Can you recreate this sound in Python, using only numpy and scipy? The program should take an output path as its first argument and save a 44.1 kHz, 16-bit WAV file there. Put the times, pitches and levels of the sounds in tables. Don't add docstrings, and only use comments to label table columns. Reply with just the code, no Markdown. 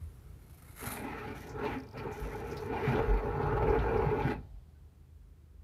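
import sys
import numpy as np
from scipy import signal
from scipy.fft import rfft, irfft
from scipy.io import wavfile

SR = 44100
rng = np.random.default_rng(int(sys.argv[2]) if len(sys.argv) > 2 else 0)


def to_wav(s):
    ch = np.atleast_2d(s).T
    pcm = np.round(np.clip(ch, -1, 1) * 32767)
    wavfile.write(sys.argv[1], SR, pcm.astype(np.int16))


N = 248503
TIME = np.arange(N) / SR


def amp(db):
    return 10 ** (np.asarray(db) / 20)


def evened(x):
    return x / np.sqrt(np.mean(x ** 2) + 1e-20)


def level(rows):
    s, db = np.transpose(rows)
    return amp(np.interp(TIME, s, db) - 250 * np.maximum(TIME - s[-1], 0))


def add(mix, s, sound):
    part = mix[max(round(s * SR), 0):][:len(sound)]
    part += sound[:len(part)]


def colour(x, spectrum, peaks=()):
    grid = np.fft.rfftfreq(16384, 1 / SR)
    hz, db = np.transpose(spectrum)
    octaves_outside = abs(np.log2((grid + 1) / np.clip(grid + 1, hz[0], hz[-1])))
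    shape_db = np.interp(np.log(grid + 1), np.log(hz), db) - 30 * octaves_outside
    for centre, width, lift_db in peaks:
        shape_db += lift_db / (1 + (2 * (grid - centre) / width) ** 2)
    log_gain = np.log(amp(np.maximum(shape_db, -100)))
    mirrored = np.concatenate([log_gain, log_gain[-2:0:-1]])
    ring = irfft(np.exp(np.conj(signal.hilbert(mirrored)))[:len(grid)])
    return evened(irfft(rfft(x) * rfft(ring, N), N))


def drift(rate_hz):
    hz = np.fft.rfftfreq(N, 1 / SR)
    band = hz / (hz + rate_hz / 4) / (1 + (hz / rate_hz) ** 4)
    return evened(irfft(rfft(rng.standard_normal(N)) * band, N))


def drops(per_s, spread_db, wash):
    size = amp(spread_db * np.minimum(rng.exponential(1, N), 4)) * rng.choice([-1, 1], N)
    impacts = evened(size * (rng.random(N) < per_s / SR))
    return evened(impacts + wash * rng.standard_normal(N))


def gushes(per_s, fade_s, depth):
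    clumps = rng.uniform(0.34, 1, N) * (rng.random(N) < per_s / SR)
    draining = signal.lfilter([1], [1, -np.exp(-1 / (fade_s * SR))], clumps)
    return np.sqrt(evened(1 + depth * draining))


def wander(x, depth_db, patch_hz, patch_s):
    frames = signal.stft(x, nperseg=1024, noverlap=768)[2]
    across = signal.windows.hann(max(int(2 * patch_hz * 1024 / SR), 3))
    along = signal.windows.hann(max(int(2 * patch_s * SR / 256), 3))
    patches = signal.fftconvolve(rng.standard_normal(frames.shape), np.outer(across, along), "same")
    frames *= amp(depth_db * np.clip(evened(patches), -2, 2))
    return evened(signal.istft(frames, nperseg=1024, noverlap=768)[1][:N])


def driven(db, drain_db_per_s, by_heavy=0, by_light=0):
    # time in seconds, heavy water in dB, light drops in dB.
    first_pass = [(0.83, -46.5, -50), (0.866, -53.5, -48.5), (1.29, -46, -48.5), (1.422, -53, -56),
                  (1.52, -45, -60.5)]
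    second_pass = [(1.55, -41.5, -63), (1.63, -41.5, -46.5), (1.738, -41.5, -44), (1.81, -53, -59.5),
                   (1.92, -56, -80)]
    long_pass = [(1.942, -49, -61.5), (1.985, -43.5, -50), (2.08, -40.5, -56.5), (2.14, -46, -56.5),
                 (2.59, -41, -54.5), (2.62, -43, -59), (2.86, -40.5, -39), (3.0, -30.5, -44.5),
                 (3.04, -37, -48), (3.192, -39, -51.5), (3.21, -38.5, -53), (3.39, -35, -52.5),
                 (3.66, -32.5, -49.5), (4.14, -35, -50), (4.316, -37.5, -42)]
    middling_heavy_db, middling_light_db, onset_db_per_s = -41, -50, 503
    gain = np.zeros(N)
    for rows in (first_pass, second_pass, long_pass):
        s, heavy, light = np.transpose(rows)
        flow_db = by_heavy * (heavy - middling_heavy_db) + by_light * (light - middling_light_db)
        before, after = np.maximum(s[0] - TIME, 0), np.maximum(TIME - s[-1], 0)
        fade_db = onset_db_per_s * before + drain_db_per_s * after
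        gain = np.maximum(gain, amp(db + np.interp(TIME, s, flow_db) - fade_db))
    return gain


def idle(waver_db=2.2, throb=0.44):
    # time in seconds, firing rate in Hz.
    firing = [(0, 27.2), (4.5, 25.68)]
    # multiple of the firing rate, level in dB.
    orders = [(2, -62.5), (3, -59), (5, -69.5)]
    # frequency in Hz, relative level in dB.
    cabin = [(30, -23), (50, 3), (95, -4), (135, -5), (220, -19), (400, -20), (600, -31), (1300, -33.5),
             (2200, -39), (6000, -45.5), (15500, -46)]
    # time in seconds, level in dB.
    cabin_db = [(0, -52.5), (.7, -52.5), (5.63, -59.5)]
    firing_hz = np.interp(TIME, *np.transpose(firing)) * (1 + .015 * drift(rate_hz=6))
    cycles = np.cumsum(firing_hz) / SR
    hum = np.zeros(N)
    for order, db in orders:
        peak = np.sqrt(2) * amp(db + waver_db * drift(rate_hz=3.5))
        hum += peak * np.sin(2 * np.pi * (order * cycles + rng.random()))
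    air = colour(rng.standard_normal(N), cabin) * level(cabin_db)
    bass = signal.sosfilt(signal.butter(2, 400, fs=SR, output="sos"), air)
    return hum + air + throb * bass * np.cos(2 * np.pi * cycles)


def thumps():
    # start in seconds, level in dB, pitch in Hz, rise and 60 dB decay in seconds.
    jolts = [(0.012, -36, 80.7, 0.0038, 0.32), (0.867, -27.5, 111, 0.0029, 0.075),
             (1.753, -25.5, 263, 0.014, 0.17), (2.191, -27, 52.2, 0.028, 0.4),
             (2.254, -34, 133, 0.0037, 0.072), (2.874, -20.5, 131, 0.0016, 0.21),
             (3.061, -1, 45.7, 0.065, 0.23), (3.416, -22.5, 145.4, 0.027, 0.22),
             (3.68, -19.5, 53.8, 0.01, 0.24), (4.059, -16.5, 137, 0.0068, 0.1),
             (4.249, -20, 136, 0.0019, 0.14), (5.11, -41, 77.7, 0.034, 0.25)]
    out, t = np.zeros(N), TIME[:SR // 2]
    for s, db, hz, rise, t60 in jolts:
        envelope = amp(db - 60 * t / t60) * (1 - np.exp(-(t / rise) ** 2))
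        add(out, s, envelope * np.sin(2 * np.pi * hz * t))
    return out


def mist():
    # time in seconds, relative level in dB.
    approach = [(0.0, -74), (0.35, -76), (0.765, -59), (0.8, -49.5), (0.85, -45.5), (0.935, -45.5),
                (0.99, -50.5), (1.02, -62), (1.12, -79)]
    # frequency in Hz, relative level in dB.
    hiss = [(600, -2), (2300, -6), (3200, -14), (7500, -12), (10000, -6.5), (12200, -6.5), (13500, -11),
            (15500, -20)]
    # centre in Hz, width in Hz, lift in dB.
    glass = [(1330, 340, 8.7), (2140, 180, 9.3), (4070, 600, 6.3), (10800, 960, 4.5), (11700, 930, 5.5)]
    impacts = drops(per_s=7900, spread_db=3.5, wash=0.14) * gushes(per_s=130, fade_s=0.005, depth=7)
    impacts = wander(impacts, depth_db=2.2, patch_hz=350, patch_s=.1)
    return amp(1.5) * colour(impacts, hiss, glass) * level(approach)


def bodywork(surge):
    # frequency in Hz, relative level in dB.
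    shell = [(290, -37), (350, -17), (430, -11), (515, -16.5), (670, -16.5), (900, -12), (1170, -22.5),
             (1450, -22.5), (2100, -37.5)]
    hollow = [(165, -27.5), (205, -7), (262, -3), (305, -9), (380, -13.5)]
    trim = [(560, -5.5), (690, 2.5), (860, -2.5), (1120, -5), (1400, -4.5), (2000, -2), (2600, -4),
            (3100, -16), (4500, -30.5)]
    # centre in Hz, width in Hz, lift in dB.
    panels = [(423.9, 87, 15.5), (465, 14, 9.5), (570, 30, 7), (673, 26, -8), (831.6, 61, 9.5),
              (881.5, 13, 8), (1110, 19, 7.5), (1321, 100, 9), (1457, 34, 9.5), (1602, 24, 9.5),
              (1810, 100, 5), (2017, 47, 4), (2378, 28, 11)]
    heavy = drops(per_s=2500, spread_db=3, wash=0.63) * amp(0.38 * surge)
    heavy = wander(heavy, depth_db=2.3, patch_hz=150, patch_s=.08)
    light = drops(per_s=3000, spread_db=3, wash=0.55) * amp(1.37 * surge)
    light = wander(light, depth_db=2.7, patch_hz=200, patch_s=.06)
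    roof = colour(heavy, shell, panels) * driven(db=-41, by_heavy=1.19, drain_db_per_s=232)
    bonnet_jets = driven(db=-47, by_heavy=0.31, by_light=0.36, drain_db_per_s=198)
    bonnet = colour(heavy, hollow) * np.hypot(sheets(), bonnet_jets)
    patter = colour(light, trim, panels) * driven(db=-48, by_light=0.91, drain_db_per_s=320)
    return roof + bonnet + patter


def shudder():
    # frequency in Hz, relative level in dB.
    cabin = [(27, -62), (38, -12), (47, -3.5), (62, -1), (80, -20.5), (130, -46.5)]
    roof = [(55, -42.5), (85, 2), (128, 1.5), (152, 1), (178, -12), (280, -23)]
    boom = colour(rng.standard_normal(N), cabin) * driven(db=-49.5, by_heavy=1.7, drain_db_per_s=40)
    rumble = colour(rng.standard_normal(N), roof) * driven(db=-45, by_heavy=0.93, drain_db_per_s=95)
    return boom + rumble


def spray(surge):
    # frequency in Hz, relative level in dB.
    splash = [(2200, -35), (3100, 7), (4400, 8), (5500, -6), (8000, -21)]
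    fizz = [(4000, -14.5), (5900, 2), (6900, -4.5), (8100, -10), (10000, -6), (12200, -3), (13500, -8),
            (15500, -18)]
    # centre in Hz, width in Hz, lift in dB.
    sheen = [(14600, 2400, 2.5)]
    patter = drops(per_s=1600, spread_db=3, wash=0.45) * gushes(per_s=220, fade_s=0.003, depth=5)
    fine = evened(rng.standard_normal(N)) * amp(1.4 * surge)
    fine = wander(fine, depth_db=2, patch_hz=600, patch_s=.04)
    direct = (amp(-4.5) * colour(patter, splash) + colour(patter, fizz)) * squirts()
    splashing = colour(fine, splash) * driven(db=-67.5, by_light=0.76, drain_db_per_s=227)
    fizzing = colour(fine, fizz, sheen) * driven(db=-71, by_light=0.75, drain_db_per_s=350)
    return direct + splashing + fizzing


def runoff():
    # frequency in Hz, relative level in dB.
    wash = [(400, -5.5), (780, 5.5), (1200, -16.5), (4500, -16.5)]
    return colour(rng.standard_normal(N), wash) * driven(db=-66.5, drain_db_per_s=32.5)


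def slaps_and_ticks(spit_db=-6.5):
    # start in seconds, relative level in dB.
    ticks = [(1.784, -39), (1.8007, -37), (1.8347, -40), (1.8692, -44), (1.887, -41), (1.911, -42.5),
             (1.93, -44)]
    # start in seconds, relative level in dB, centre in Hz.
    slaps = [(0.919, -30, 11000), (1.49, -42, 5900), (1.65, -36.5, 3600), (1.726, -29, 2120),
             (1.941, -30.5, 634), (1.973, -42, 4600), (2.1204, -44.5, 6160), (2.198, -44, 12000),
             (2.252, -22, 435), (2.509, -41.5, 5500), (2.5674, -36.5, 4430), (2.868, -27.5, 1720),
             (2.954, -35.5, 3180), (2.973, -23, 530), (3.203, -28, 770), (3.428, -45.5, 3450),
             (3.694, -47.5, 5000), (3.787, -37.5, 3350), (3.97, -48, 4600), (4.219, -39, 3320),
             (4.296, -39, 3620)]
    out, t = np.zeros(N), TIME[:SR // 4]

    def hit(db, hz, t60, rise_s, spread):
        band = signal.butter(2, [hz / (1 + spread), hz * (1 + spread)], "band", fs=SR, output="sos")
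        noise = rng.standard_normal(len(t))
        on_glass = hz > 4000
        burst = evened(signal.sosfilt(band, noise)) + on_glass * amp(spit_db) * noise
        return amp(db - 13) * burst * (1 - np.exp(-t / rise_s)) * amp(-60 * t / t60)

    for s, db in ticks:
        add(out, s, hit(db, hz=5050, t60=.02, rise_s=.0009, spread=.115))
    for s, db, hz in slaps:
        add(out, s, hit(db, hz, t60=.14, rise_s=.002, spread=.2))
    return out


def sheets(swell_s=0.064):
    # time of the peak in seconds, level in dB.
    swells = [(1.04, -43), (2.922, -39), (3.719, -31), (4.317, -38)]
    return sum(amp(db) * np.exp(-((TIME - s) / swell_s) ** 2) for s, db in swells)


def streaks():
    # start and length in seconds, relative level in dB, first and last pitch in Hz.
    crossings = [(1.009, 0.11, -46.5, 790, 960), (1.55, 0.14, -47, 1300, 1560),
                 (1.568, 0.19, -44, 860, 950), (2.029, 0.059, -39.5, 422, 420), (2.03, 0.13, -49, 830, 840),
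                 (2.285, 0.088, -53.5, 1560, 2640), (2.491, 0.081, -39.5, 410, 414),
                 (2.695, 0.14, -37.5, 796, 880), (3.486, 0.089, -43, 1110, 1460),
                 (3.56, 0.19, -33, 440, 454), (3.83, 0.26, -34.5, 458, 439)]
    out = np.zeros(N)
    for start, length, db, start_hz, end_hz in crossings:
        progress = np.arange(0, length, 1 / SR) / length
        hz = start_hz * (end_hz / start_hz) ** progress
        carrier = np.exp(2j * np.pi * np.cumsum(hz) / SR)
        width_hz = 0.17 * np.sqrt(start_hz * end_hz)
        pole = np.exp(-np.pi * width_hz / SR)
        stream = rng.standard_normal(SR)[:len(progress)]
        ring = (signal.lfilter([1], [1, -2 * pole, pole ** 2], stream / carrier) * carrier).real
        add(out, start, amp(db) * evened(ring * np.sin(np.pi * progress)) / np.sqrt(2))
    return out


def squirts(rise_s=0.0052, t60=0.12):
    # start in seconds, length in seconds, level in dB.
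    landings = [(1.349, 0.13, -63), (1.635, 0.105, -73), (2.112, 0.293, -63.5), (2.44, 0.23, -66.5)]
    gain = np.zeros(N)
    for start, length, db in landings:
        t = np.maximum(TIME - start, 0)
        fall_db = 60 * np.maximum(t - length, 0) / t60
        gain = np.maximum(gain, np.minimum(t / rise_s, 1) * amp(db - fall_db))
    return gain


def squeak(length_s=0.086):
    # start in seconds, level in dB, pitch in Hz.
    tones = [(4.72, -76, 1520)]
    out, t = np.zeros(N), np.arange(0, length_s, 1 / SR)
    for s, db, hz in tones:
        add(out, s, amp(db) * np.sin(np.pi * t / length_s) ** 2 * np.sin(2 * np.pi * hz * t))
    return out


def scene():
    surge = drift(rate_hz=30)
    water = bodywork(surge) + shudder() + spray(surge) + mist() + slaps_and_ticks() + streaks()
    return (water + thumps() + idle() + squeak() + runoff())[None]


def record(dry, low_hz=35, top_hz=15600):
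    thinned = signal.sosfilt(signal.butter(4, low_hz, "high", fs=SR, output="sos"), dry)
    band_limit = signal.firwin(511, top_hz, window=("kaiser", 9), fs=SR)
    return signal.oaconvolve(thinned, band_limit[None], "same")


dry = scene()
out = record(dry)
to_wav(out)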